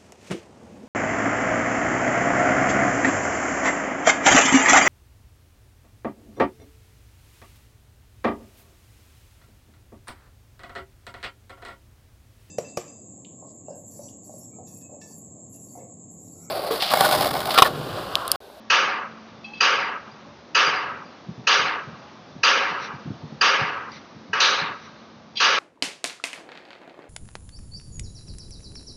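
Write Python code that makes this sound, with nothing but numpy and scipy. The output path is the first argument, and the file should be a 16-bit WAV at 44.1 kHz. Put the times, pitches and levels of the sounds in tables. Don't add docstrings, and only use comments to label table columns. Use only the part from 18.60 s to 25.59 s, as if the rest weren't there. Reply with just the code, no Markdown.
import sys
import numpy as np
from scipy import signal
from scipy.fft import rfft, irfft, next_fast_len
from scipy.io import wavfile
from scipy.ndimage import uniform_filter1d

SR = 44100
rng = np.random.default_rng(int(sys.argv[2]) if len(sys.argv) > 2 else 0)


def put_to_file(sound):
    columns = np.atleast_2d(sound).T
    safe = np.clip(columns, -1, 1)
    whole_steps = np.round(safe * 32767)
    wavfile.write(sys.argv[1], SR, whole_steps.astype(np.int16))


N = 308259
TIME = np.arange(N) / SR

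# (frequency [Hz], level [dB])
WASH_SPECTRUM = [(24, -55), (40, -14.5), (225, -2), (398, -9), (565, -7.5), (935, -11), (1090, -12.5),
                 (1160, -14), (2290, -21), (2560, -22.5), (2980, -24), (3550, -20.5), (5630, -25.5),
                 (6280, -30), (7480, -52), (9720, -70), (16500, -120)]
# (time [s], level [dB])
WASH_SWELL = [(0, -47.5), (4.7, -45.5), (6.99, -49.5)]
# (frequency [Hz], level [dB])
HUM_PARTIALS = [(220.7, -54), (1157, -64)]
# (time [s], level [dB])
HUM_ENVELOPE = [(0, 5.5), (.95, 7), (1.4, -5.5), (6.99, 2.5)]
# (time [s], start frequency [Hz], end frequency [Hz])
WHISTLE_GLIDES = [(.85, 792, 870), (1.65, 604, 566), (3.40, 788, 870)]
# (time [s], level [dB])
RUSTLE_CRESTS = [(4.243, -38), (5.352, -44), (6.251, -49)]
# (frequency [Hz], level [dB])
RUSTLE_SPECTRUM = [(800, -34), (2000, 10), (3000, -2.5), (4000, 4.5), (5000, -8), (5800, 4), (7000, -34)]
# (time [s], level [dB])
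STRONG_EDDIES = [(2.688, -26.5), (2.78, -31), (3.275, -32.5), (3.755, -35), (4.335, -31.5), (4.457, -24.5),
                 (4.503, -23.5), (4.635, -27.5), (4.719, -30.5), (5.002, -24), (6.016, -31.5)]
# (frequency [Hz], level [dB])
EDDY_SPECTRUM = [(24, -66.5), (40, -44), (89, -7.5), (146, 2.5), (329, -14.5), (489, -25.5), (567, -39),
                 (600, -36), (780, -63), (1320, -120)]
# (time [s], duration [s], level [dB], harshness [0-1])
STEEL_SLIPS = [(0.840, 0.014, -34, 0.1), (0.932, 0.06, -35, 0.1), (6.754, 0.028, -34.5, 0.75),
               (6.768, 0.022, -27, 1)]
# (frequency [Hz], width that sets the rate of wavering [Hz], level [dB])
SQUEAL_MODES = [(2605, 22, -7), (3060, 28, -11), (3265, 25, 1), (3500, 25, -9), (4120, 35, -2.5),
                (4720, 28, -2), (5540, 87, -11.5), (6350, 44, -19)]
# (frequency [Hz], level [dB])
CRACK_SPECTRUM = [(300, -28), (1300, -7), (2800, 0.5), (3600, -11.5), (4800, 3), (5400, -3), (6200, -3),
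                  (6600, -5), (7100, -28.5)]
# (frequency [Hz], level [dB], T60 [s])
CLANK_MODES = [(429, -16, 0.11), (958, -9, .06), (1598, -1.5, 0.078), (1703, -3, .07), (1890, -7, 0.11),
               (2569, 2, 0.085), (2498, 0.5, 0.066), (2724, 3, 0.054), (2924, -3.5, 0.15), (4150, -13, 0.1),
               (5700, -17.5, 0.077), (5800, -15, 0.049)]
# (frequency [Hz], level [dB], T60 [s])
SINGING_MODES = [(4795, -6, 0.69), (4775, -4.5, 0.77), (4730, -7, .45)]
# (frequency [Hz], level [dB])
RING_SPECTRUM = [(150, -26), (330, -15), (480, -8), (680, -12.5), (860, -10), (1250, 1.5), (1650, -5.5),
                 (2100, -5), (2800, -2.5), (3300, -8.5), (5300, -14), (6000, -13), (6500, -22.5),
                 (7000, -39.5)]
# (frequency [Hz], width [Hz], height [dB])
RING_PEAKS = [(417.7, 19, 7), (544, 62, 9), (746, 35, 6.5), (920, 65, 5), (1128, 53, 3), (1243, 40, 3),
              (1557, 30, 5), (1654, 95, 6.5), (1977, 30, 6), (2170, 25, 5.5), (2345, 15, 7),
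              (2380, 14, 7.5), (2605, 79, 3), (2865, 20, 6.5), (3015, 42, 5.5), (3700, 14, 5.5),
              (4790, 130, 5.5), (6487, 25, 12.5)]
# (frequency [Hz], time constant [s])
RING_RISE = [(300, 0.034), (700, 0.032), (1200, 0.019), (2500, 0.021), (4000, 0.0031), (7000, 0.0043)]
# (frequency [Hz], T60 [s])
RING_DECAY = [(250, 2.54), (500, 0.79), (900, 1.7), (1300, 1.24), (2000, 0.91), (2800, 0.75), (3600, 0.6),
              (4800, 0.64), (6000, 0.51), (7500, 0.39)]
# (frequency [Hz], correlation [0-1])
RING_LIKENESS = [(400, .93), (1400, .92), (2600, .82), (4500, .55), (7000, .4)]
# (time [s], level [dB], decay factor [1], brightness [dB], singing level [dB],
# tail drops away after [s])
HAMMER_BLOWS = [(0.102, -15.5, 0.93, -1, -18, 0.38), (1.007, -16, 1.06, -1.5, -5, 0.39),
                (1.950, -15.4, 1.0, -1.5, -7.5, 0.48), (2.872, -15.5, 1.04, 3, -10, 0.355),
                (3.834, -15, 1.09, 1, -13, 0.56), (4.813, -15, 1.045, -1.5, -10.5, 0.5),
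                (5.733, -21, 0.47, -9, -32, 0.34), (5.803, -18, 1.09, 10.5, -27, 0.35),
                (6.802, -16, 1.58, 3.5, -10.5, 0.43)]


def gain_of(db):
    return 10 ** (np.asarray(db) / 20)


def unit_rms(x):
    return x / np.sqrt(np.mean(x ** 2) + 1e-20)


def curve_at(points, hz):
    f, value = np.transpose(points)
    return np.interp(np.log(hz + 1), np.log(f + 1), value)


def add(mix, s, sound):
    part = mix[max(round(s * SR), 0):][:len(sound)]
    part += sound[:len(part)]


def noise(gain):
    return unit_rms(irfft(gain * np.exp(2j * np.pi * rng.random(len(gain)))))


def coloured(spectrum, size):
    hz = np.fft.rfftfreq(2 * next_fast_len(size // 2 + 1, True), 1 / SR)
    return noise(gain_of(curve_at(spectrum, hz)))[:size]


def drift(max_hz, size):
    t = np.arange(0, size + 256, 256) / SR
    rates = max_hz * rng.uniform(0.091, 1, size=(16, 1))
    waves = np.sin(2 * np.pi * (rates * t + rng.random((16, 1)))).sum(0)
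    return np.interp(np.arange(size) / SR, t, unit_rms(waves))


def patchwork(shape, frames, bins):
    across_bins = uniform_filter1d(rng.standard_normal(shape), size=bins, axis=0)
    return unit_rms(uniform_filter1d(across_bins, size=frames, axis=1))


def bump(hz, centre_hz, octaves):
    return np.exp(-.5 * (np.log2((hz + 1) / centre_hz) / octaves) ** 2)


def high_pass(x, hz, order):
    return signal.sosfilt(signal.butter(order, hz, "high", fs=SR, output="sos"), x)


def tone(hz):
    return np.sin(2 * np.pi * np.cumsum(hz) / SR)


def modes(table, t):
    return sum(gain_of(db + rng.normal(0, 0.97) - 60 * t / t60)
               * np.sin(2 * np.pi * (hz * rng.normal(1, .002) * t + rng.random()))
               for hz, db, t60 in table)


def station_wash(patchy_db=1.0, gust_db=3.0):
    hz, t, bands = signal.stft(coloured(WASH_SPECTRUM, N), SR, nperseg=1024, noverlap=768)
    patches = patchwork(bands.shape, frames=18, bins=4)
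    gusts = np.interp(t, TIME, drift(5.3, N)) * bump(hz, 120, 0.31)[:, None]
    bands = bands * gain_of(patchy_db * patches + gust_db * gusts)
    wash = signal.istft(bands, SR, nperseg=1024, noverlap=768)[1][:N]
    return unit_rms(wash) * gain_of(np.interp(TIME, *np.transpose(WASH_SWELL)))


def rail_car_hum(trim_db=-1, waver=0.0018):
    partials = sum(gain_of(db) * tone(hz * (1 + waver * drift(11, N))) for hz, db in HUM_PARTIALS)
    return partials * gain_of(trim_db + np.interp(TIME, *np.transpose(HUM_ENVELOPE)))


def far_whistles(length_s=0.11, db=-48.5):
    out = np.zeros(N)
    for s, start_hz, end_hz in WHISTLE_GLIDES:
        glide = np.linspace(start_hz, end_hz, int(length_s * SR))
        hz = glide * (1 + 0.007 * drift(50, len(glide)))
        add(out, s, gain_of(db) * signal.windows.tukey(len(hz), .6) * tone(hz))
    return out


def rustles(width_s=0.076):
    swells = sum(gain_of(db) * np.exp(-(2 * (TIME - s) / width_s) ** 2) for s, db in RUSTLE_CRESTS)
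    return swells * coloured(RUSTLE_SPECTRUM, N)


def wind_thumps(breeze_s=(2.0, 6.2), weak_count=12, weak_db=-37.5, trim_db=-0.5, rise_s=0.008, t60=0.16):
    out = np.zeros(N)
    t = np.arange(SR // 4) / SR
    push = gain_of(-60 * t / t60) * np.minimum(t / rise_s, 1)
    weak_eddies = [(s, weak_db) for s in rng.uniform(*breeze_s, size=weak_count)]
    for s, db in [*STRONG_EDDIES, *weak_eddies]:
        eddy = unit_rms(push * coloured(EDDY_SPECTRUM, len(t))) * np.sqrt(np.mean(push ** 2))
        add(out, s - rise_s / 2, gain_of(db + trim_db) * eddy)
    return out


def with_wall_echo(x, delay_s=.555, echo_db=-43):
    out = x.copy()
    add(out, delay_s, gain_of(echo_db) * x)
    return out


def scrape(length_s, db, harsh, grit_db=-2, waver=0.009, attack_s=0.005, t60=0.35):
    t = np.arange(SR // 3) / SR
    envelope = np.minimum(t / attack_s, 1) * gain_of(db - 60 * np.maximum(t - length_s, 0) / t60)
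    grit = coloured([(1500, -25), (2400, 5.5), (5000, -6), (6500, -17), (7500, -37.0)], len(t))
    sound = gain_of(grit_db) * harsh * grit
    for k, (hz, width, mode_db) in enumerate(SQUEAL_MODES):
        squeal = tone(hz * (1 + waver * drift(6 * width, len(t))))
        flutter_db = 4.0 * drift(58, len(t))
        sound += (harsh if k else 1) * gain_of(mode_db + flutter_db) * squeal
    return envelope * sound / np.sqrt(.5 + 2.1 * harsh ** 2)


def clank(t, slide_db, mid_db, top_db, slide_hz=1350, sag=.12, sag_s=0.0752, slide_t60=0.6,
          crack_db=-3, crack_t60=0.085):
    crack = gain_of(crack_db + top_db - 60 * t / crack_t60) * coloured(CRACK_SPECTRUM, len(t))
    struck = modes([(hz, db + mid_db * bump(hz, 2550, 0.14) + top_db * bump(hz, 6000, 0.59), t60)
                    for hz, db, t60 in CLANK_MODES], t)
    slide = tone(slide_hz * (1 - sag * (1 - np.exp(-t / sag_s))))
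    return crack + struck + gain_of(slide_db - 60 * t / slide_t60) * slide


def ring(dense, reflections, mid_db, bright_db, top_db, decay_factor, drop_s,
         bass_db=-0.15, hold_s=0.058, drop_db=10, lumpy_db=2.0, far_db=-28, far_t60=2.34):
    hz, t, bands = signal.stft(dense, SR, nperseg=256)
    colour_db = (bass_db * bump(hz, 450, 0.44) + mid_db * bump(hz, 2900, 0.12)
                 + bright_db * bump(hz, 3930, 0.17) + top_db * bump(hz, 7300, 0.37))
    swell = 1 - np.exp(-(t + 0.00099) / curve_at(RING_RISE, hz)[:, None])
    fall_db = 60 * np.maximum(t - hold_s, 0) / (decay_factor * curve_at(RING_DECAY, hz)[:, None])
    gate_s = drop_s * (np.maximum(hz, 2500)[:, None] / 2500) ** -0.4
    gate_db = drop_db * (.5 + .5 * np.tanh((t - gate_s) / .034))
    near = gain_of(lumpy_db * reflections[:len(hz), :len(t)] - fall_db - gate_db)
    far = gain_of(far_db - 60 * t / far_t60)
    bands = bands * gain_of(colour_db)[:, None] * swell * np.hypot(near, far)
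    return signal.istft(bands, SR, nperseg=256)[1][:len(dense)]


def hammer(lead_s=.004, rise_s=0.0061, low_cut_hz=230, flutter_db=5.0, sing_s=.28,
           return_s=0.51, return_db=-30, return_t60=.2):
    size = 49152
    hz, t = np.fft.rfftfreq(size, 1 / SR), np.arange(size) / SR
    peaks_db = sum(db / (1 + (2 * (hz - f) / width) ** 2) for f, width, db in RING_PEAKS)
    spectrum = gain_of(curve_at(RING_SPECTRUM, hz) + peaks_db)
    shared = rfft(noise(spectrum))
    likeness = curve_at(RING_LIKENESS, hz)
    reflections = patchwork((129, 400), frames=7, bins=2)
    envelope = np.minimum(t / rise_s, 1) ** 2 * np.minimum((t[-1] - t) / .1, 1)
    early = t[:size // 3]
    out = np.zeros(N)
    for s, db, decay_factor, bright_db, sing_db, drop_s in HAMMER_BLOWS:
        clank_db = 1 - 7 * np.log2(decay_factor)
        dull_db = -33.5 * max(1 - decay_factor, 0) ** 2
        mid_db, top_db, slide_db = 0.16 + dull_db, 0.62 * bright_db + dull_db, -7.5 + dull_db / 2
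        dense = irfft(likeness * shared + np.sqrt(1 - likeness ** 2) * rfft(noise(spectrum)))
        sound = ring(dense, reflections, mid_db, bright_db, top_db, decay_factor, drop_s)
        add(sound, 0, gain_of(clank_db) * clank(early, slide_db, mid_db, top_db))
        singing = gain_of(sing_db + flutter_db * drift(45, len(early))) * modes(SINGING_MODES, early)
        add(sound, 0, singing * (.5 - .5 * np.tanh((early - sing_s) / .03)))
        add(sound, return_s, singing * gain_of(return_db - 60 * early / return_t60))
        add(out, s - lead_s, gain_of(db) * envelope * sound)
    return high_pass(out, low_cut_hz, order=2)


def scene():
    mix = with_wall_echo(hammer()) + rustles() + wind_thumps()
    mix += station_wash() + rail_car_hum() + far_whistles()
    for s, length_s, db, harsh in STEEL_SLIPS:
        add(mix, s, scrape(length_s, db, harsh))
    return mix[None]


def record(dry, ceiling=0.72, knee=4.5, low_cut_hz=72, high_cut_hz=7630):
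    thin = high_pass(dry, low_cut_hz, order=4)
    rounded = thin / (1 + abs(thin / ceiling) ** knee) ** (1 / knee)
    faded = rounded * signal.windows.tukey(N, .001)
    low_pass = signal.firwin(511, high_cut_hz, window=("kaiser", 9), fs=SR)
    return signal.oaconvolve(faded, low_pass[None], "same")


dry = scene()
out = record(dry)
put_to_file(out)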